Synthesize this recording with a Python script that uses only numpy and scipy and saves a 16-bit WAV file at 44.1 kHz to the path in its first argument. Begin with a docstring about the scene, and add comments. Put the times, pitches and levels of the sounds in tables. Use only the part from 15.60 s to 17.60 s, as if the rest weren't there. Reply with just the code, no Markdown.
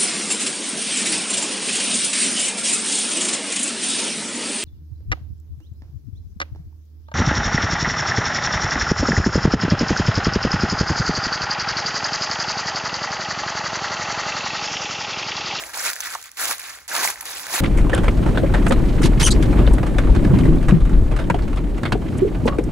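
"""Footsteps in deep dry leaves

Woodland, about two seconds of footsteps and dragging through leaves, heard in stereo from a hand-held camera.
The feet crush and drag leaves: noise gated by random cracks, over a duller crunch of the packed bed.
Single leaves snap between as short resonant noise bursts; filtered noise gives faint air and a low rumble."""
import sys
import numpy as np
from scipy import signal
from scipy.fft import rfft, irfft
from scipy.io import wavfile

SR = 44100
rng = np.random.default_rng(int(sys.argv[2]) if len(sys.argv) > 2 else 0)


def waveform_to_disk(signal):
    """Save audio, clipped to [-1, 1], as 16-bit WAV at the path in sys.argv[1]."""
    frames = np.transpose(np.atleast_2d(signal))
    scaled = np.clip(frames, -1, 1) * 32767
    samples = np.round(scaled).astype(np.int16)
    wavfile.write(sys.argv[1], SR, samples)


N = 88420


def amp(db):
    """Turns dB into an amplitude factor."""
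    return 10 ** (np.asarray(db) / 20)


def evened(x):
    """Scales a signal to an RMS of one."""
    return x / np.sqrt(np.mean(x ** 2) + 1e-20)


def colour(x, table):
    """Filters by a (Hz, dB) table: -60 dB below its first row, the last level held above its last."""
    hz = np.fft.rfftfreq(N, 1 / SR)
    f, db = np.transpose(table)
    gain_db = np.interp(np.log(hz + 1), np.log(f), db, left=-60)
    return irfft(rfft(x) * amp(gain_db), N)


# Spectrum shape of the low rumble. Each row: frequency in Hz, relative level in dB.
RUMBLE_SPECTRUM = [(12, -39), (20, -33), (54, 5), (119, -3), (147, -15), (400, -37), (880, -120)]
# How the rumble swells and sinks. Each row: time in seconds, level in dB.
RUMBLE_LEVEL = [(0.0, -60.5), (0.35, -65.5), (0.75, -70), (0.87, -59), (1.04, -67.5), (1.43, -58.5),
                (1.9, -64.5), (1.98, -53), (2.0, -62)]
AIR_DB = -62


def background():
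    """Low rumble and faint woodland air, both steady noise filtered to shape; only the rumble varies in level."""
    s, db = np.transpose(RUMBLE_LEVEL)
    level = amp(np.interp(np.arange(N) / SR, s, db))
    rumble = level * evened(colour(rng.standard_normal((2, N)), RUMBLE_SPECTRUM))
    air_spectrum = [(150, -11.5), (1500, -25), (8000, -16), (16000, -25)]  # (Hz, relative dB)
    air = evened(colour(rng.standard_normal((2, N)), air_spectrum))
    return rumble + amp(AIR_DB) * air


# Single leaves snapping. Each row: start in seconds, tick level in dB, tick pitch in Hz,
# knock level in dB, knock pitch in Hz; the two gains below are added to the levels.
SNAPS = [(0.0372, -29, 3000.0, -24, 2330.0), (0.3019, -19, 9000, -24, 1700), (0.3321, -16, 5200, -25, 2000),
         (0.3368, -24, 6800, -40, 1500), (0.3573, -24, 6500, -33, 1720.0), (0.3633, -27, 6000, -24, 1680.0),
         (0.4053, -14, 6100.0, -30, 1420.0), (0.4099, -20, 6800.0, -35, 2150.0),
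         (0.4712, -27, 4200.0, -23, 1700), (0.5495, -21, 6300, -38, 1800), (0.5512, -36, 2800, -21, 1500),
         (0.5526, -38, 2800, -17, 1000), (0.558, -40, 2800, -23, 1000), (0.5872, -36, 6500, -34, 1100),
         (0.6149, -30, 7100.0, -42, 1380.0), (0.627, -26, 7400.0, -40, 1680.0),
         (0.6405, -30, 8200.0, -44, 1810.0), (0.6579, -31, 7100.0, -39, 1640.0),
         (0.6923, -36, 3800, -38, 1900), (0.7158, -30, 6700, -51, 1550.0),
         (0.8552, -13, 6200.0, -23, 1810.0), (0.9093, -17, 6500, -24, 2200), (0.9122, -14, 6500, -15, 1300),
         (0.9274, -18, 11600.0, -28, 2450.0), (0.9818, -24, 7000, -41, 1770.0),
         (0.9952, -24, 8800.0, -32, 2150.0), (0.9986, -23, 8700.0, -33, 2330.0),
         (1.187, -36, 8300.0, -35, 1680.0), (1.2797, -24, 8100.0, -39, 1680.0),
         (1.3516, -14, 8500, -20, 1400), (1.3645, -12, 4300.0, -20, 1340.0), (1.4503, -20, 6000, -15, 900),
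         (1.4583, -13, 7800, -24, 1000), (1.4755, -18, 8200.0, -14, 2200),
         (1.5581, -35, 3800.0, -29, 1770.0), (1.6085, -23, 7000, -30, 1900),
         (1.6107, -19, 11300.0, -32, 1980.0), (1.6281, -33, 10200.0, -31, 1980.0),
         (1.6552, -22, 7500.0, -32, 1550.0), (1.8675, -23, 3500.0, -24, 1590.0),
         (1.9574, -19, 7000, -22, 1700), (1.98, -20, 6500, -20, 1400)]
TICK_GAIN_DB, KNOCK_GAIN_DB = -3, -4
TICK_S, KNOCK_S = 0.0012, 0.0011  # fade to 1/e
TICK_Q, KNOCK_Q = 5, 2.2
KNOCK_BLOW_DB = 17  # the first break, re its splinters before the resonance


def snaps():
    """Each snap: a bright tick and a duller knock, noise bursts with a broad resonance; a blow starts the knock."""
    length = 800  # samples
    out = np.zeros((2, N + length))
    t = np.arange(length) / SR
    for s, tick_db, tick_hz, knock_db, knock_hz in SNAPS:
        onset = np.minimum(t / 0.000077, 1)
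        splinters = rng.standard_normal((2, length)) * onset

        highpass = signal.butter(2, 3000, "high", fs=SR)
        burst = signal.lfilter(*highpass, splinters * np.exp(-t / TICK_S))
        tick = burst + 2 * signal.lfilter(*signal.iirpeak(tick_hz, TICK_Q, SR), burst)

        blow = amp(KNOCK_BLOW_DB) * (t == 0)
        knock = splinters * np.exp(-t / KNOCK_S) + blow
        for _ in range(2):
            knock = signal.lfilter(*signal.iirpeak(knock_hz, KNOCK_Q, SR), knock)

        # levels are set on the loud opening samples
        tick *= amp(tick_db + TICK_GAIN_DB) / tick[:, :50].std()
        knock *= amp(knock_db + KNOCK_GAIN_DB) / knock[:, 10:70].std()
        start = round(s * SR)
        out[:, start:start + length] += tick + knock
    return out[:, :N]


def cracking(per_s, spread_db, crack_s):
    """Loudness contour of random cracks: sudden start, quick fade, a few large."""
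    size = amp(spread_db * np.minimum(rng.exponential(1, N), 3.5))
    size *= rng.random(N) < per_s / SR  # most samples start no crack
    fade = np.exp(-2 / (crack_s * SR))  # of power, per sample
    power = signal.lfilter([1], [1, -fade], size ** 2)
    return evened(np.sqrt(power + 1e-12))


# Brittle leaf cells bursting: total rate, cycles to fade to 1/e, spread of sizes
POP_PER_S, POP_CYCLES, POP_SPREAD_DB = 700, 3.74, 2.5


def pops(sizes_hz, count=16):
    """Separate brittle bursts, each ringing a few cycles at its own pitch, alike in both copies but for sign."""
    out = np.zeros((2, N))
    t = np.arange(1024) / SR
    for hz in np.geomspace(sizes_hz[0], sizes_hz[-1], count):
        size = amp(POP_SPREAD_DB * np.minimum(rng.exponential(1, N), 4))
        size *= rng.random(N) < POP_PER_S / count / SR
        sign = rng.choice([-1., 1.], (2, N))
        ring = np.sin(2 * np.pi * hz * t) * np.exp(-t * hz / POP_CYCLES) * np.sqrt(hz)
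        out += signal.oaconvolve(size * sign, ring[None])[:, :N]
    return evened(out)


POP_DB = -5  # pops re the rustle, before the shared contour scales them


def fractures(shared, sizes_hz, per_s, spread_db, crack_s, own):
    """Leaves of each size crack at their own moments and sound around their own pitch."""
    hz = np.fft.rfftfreq(N, 1 / SR)
    rustle = np.zeros((2, N))
    for one_size in np.eye(len(sizes_hz)):
        contour = shared + own * cracking(per_s, spread_db, crack_s)
        noise = contour * rng.standard_normal((2, N))
        band = np.sqrt(np.interp(hz, sizes_hz, one_size))  # neighbouring sizes cross-fade in power
        rustle += irfft(rfft(noise) * band, N)
    return evened(rustle) + amp(POP_DB) * shared * pops(sizes_hz)


# Levels of the steps and drags, in successive groups. Each row: time in seconds, crackle level in dB,
# bed crunch in dB re crackle, low crush in dB re crackle.
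STEPS_AND_DRAGS = [
    [(0, -30.5, -6.5, -10.5), (0.03, -38, -1.5, -3.5), (0.06, -38.5, -6.5, -6.5), (0.1, -39, -2.5, -8),
     (0.131, -43.5, -3, -7), (0.136, -34, -3.5, -6), (0.17, -29.5, -5, -10), (0.22, -29.0, -3, -13),
     (0.27, -22.5, -3.5, -14.5), (0.3, -24.5, -7, -17), (0.33, -35.5, -1.5, -12), (0.341, -40, -6, -14)],
    [(0.38, -39, -2.5, -12.5), (0.4, -35, -8.5, -15), (0.42, -36.5, -4, -13.5), (0.46, -30, -2, -14.5),
     (0.49, -35.5, -0.5, -12.5), (0.545, -31.5, -6.5, -16), (0.562, -39, -3, -15), (0.58, -41.5, -8, -7),
     (0.63, -45, -9, -20), (0.65, -42, -5.5, -18), (0.675, -42, -2, -19), (0.7, -54, -4, -13),
     (0.767, -49, -6, -20)],
    [(0.771, -34, -6.5, -14), (0.8, -24.5, -7, -15), (0.88, -24, -9, -13), (0.915, -25, -6.5, -8),
     (0.955, -33.5, -10.5, -19.5), (0.975, -41, -5.5, -10), (1.01, -36.5, -8.5, -15), (1.1, -37, 1, -13.5),
     (1.15, -39.5, -5.5, -15.5), (1.2, -47, -4, -8), (1.25, -51.5, -1.5, -16), (1.277, -57, -3, -3)],
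    [(1.281, -33.5, -11.5, -14.5), (1.31, -32.5, 1.5, -6.5), (1.355, -23, -4, -7), (1.39, -25.5, -3.5, -5),
     (1.45, -20, -6.5, -14), (1.5, -25.0, -6, -11), (1.52, -33.5, -2.5, -13), (1.55, -40.5, -8, -4.5),
     (1.595, -42.5, -0.5, -7.5), (1.652, -39.5, -6, -7)],
    [(1.656, -32.5, -4, -15.5), (1.72, -32.0, -8.5, -10.5), (1.8, -32, -10, -13.5), (1.85, -35, -7, -8.5),
     (1.9, -32, -5, -8.5), (1.915, -26.5, -13.5, -9.5), (1.94, -23, -4.5, -5.5), (1.97, -21.5, -6.5, -12),
     (2.0, -24, -6, -7.5)],
]
# Spectrum shapes of crisp crackle, packed bed and low crush. Each row: frequency in Hz, relative level in dB.
CRACKLE_SPECTRUM = [(1500, -10), (2800, -3.5), (4000, -2), (5500, -2.5), (7000, -1), (8500, -2),
                    (10500, -3), (13000, -7.5), (16000, -8.5)]
BED_SPECTRUM = [(700, -20), (1100, -4.5), (1600, 1.5), (2200, -1), (2800, -8.5), (4500, -41)]
CRUSH_SPECTRUM = [(100, -22), (200, -13), (400, -13), (800, -1.5), (1100, 0), (2000, -25)]
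# Pitches of the leaf sizes in each layer. Each entry: frequency in Hz.
CRISP_SIZES_HZ = [3500, 5500, 8000, 11000, 14500]
BED_SIZES_HZ = [1100, 1500, 2000, 2800]
CRUSH_SIZES_HZ = [300, 600, 1000]


def leaves():
    """Cracks gate noise under the feet: some shake leaves of all sizes, others only one size."""
    s, crackle_db, bed_db, crush_db = np.vstack(STEPS_AND_DRAGS).T
    t = np.arange(N) / SR
    shared = 0.19 * cracking(600, 1.85, 0.0015)
    shared *= evened(cracking(100, 4.2, 0.0016) + 1.2)  # sparser cracks swell the dense ones
    shared += 0.42

    crisp = fractures(shared, CRISP_SIZES_HZ, per_s=380, spread_db=6.3, crack_s=0.0099, own=1.0)
    bed = fractures(shared, BED_SIZES_HZ, per_s=280, spread_db=2.2, crack_s=0.0096, own=1.0)
    crush = fractures(shared, CRUSH_SIZES_HZ, per_s=140, spread_db=3.0, crack_s=0.0044, own=0.69)
    layers = ((crisp, CRACKLE_SPECTRUM, crackle_db),
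              (bed, BED_SPECTRUM, crackle_db + bed_db),
              (crush, CRUSH_SPECTRUM, crackle_db + crush_db))

    out = np.zeros((2, N))
    for x, spectrum, db in layers:
        out += amp(np.interp(t, s, db)) * evened(colour(x, spectrum))
    return out


# Stereo spread. Each row: frequency in Hz, phase lead of the right channel in radians,
# share of separate noise in the right channel from 0 to 1.
STEREO_SPREAD = [(0, 0.5, 0.23), (1000, 0.5, 0.24), (2160, 1.08, 0.19), (2980, -2.5, 0.94), (4600, -3.5, 1),
                 (6300, -5.5, 0.77), (7420, -5, 0.53), (8650, -3, 0), (9200, -2.5, 0.4),
                 (10420, -0.5, 0.94), (11930, 0.6, 0.4), (13130, 4, 0.2), (14100, 3, .04), (15000, 1, .03)]
# Stereo balance. Each row: frequency in Hz, left minus right in dB.
LEFT_LOUDER = [(2500, -0.55), (5500, -4), (8000, -0.5)]


def scene():
    """Stereo spread: phase lead and share of separate noise in the right channel, by frequency."""
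    first, second = rfft(leaves() + snaps() + background())
    hz = np.fft.rfftfreq(N, 1 / SR)
    f, lead, share = np.transpose(STEREO_SPREAD)
    share = np.clip(np.interp(hz, f, share), 0, 1)
    turn = np.exp(1j * np.interp(hz, f, lead))
    right = (np.sqrt(1 - share ** 2) * first + share * second) * turn
    tilt = amp(np.interp(hz, *np.transpose(LEFT_LOUDER)) / 2)  # half the difference to each channel
    return irfft(np.array([first * tilt, right / tilt]), N)


EDGE_HZ = 15760


def record(dry):
    """Upper edge of the sound: a steep low-pass without delay."""
    lowpass = signal.firwin(511, EDGE_HZ, window=("kaiser", 9), fs=SR)
    return signal.oaconvolve(dry, lowpass[None], "same")


dry = scene()
out = record(dry)
waveform_to_disk(out)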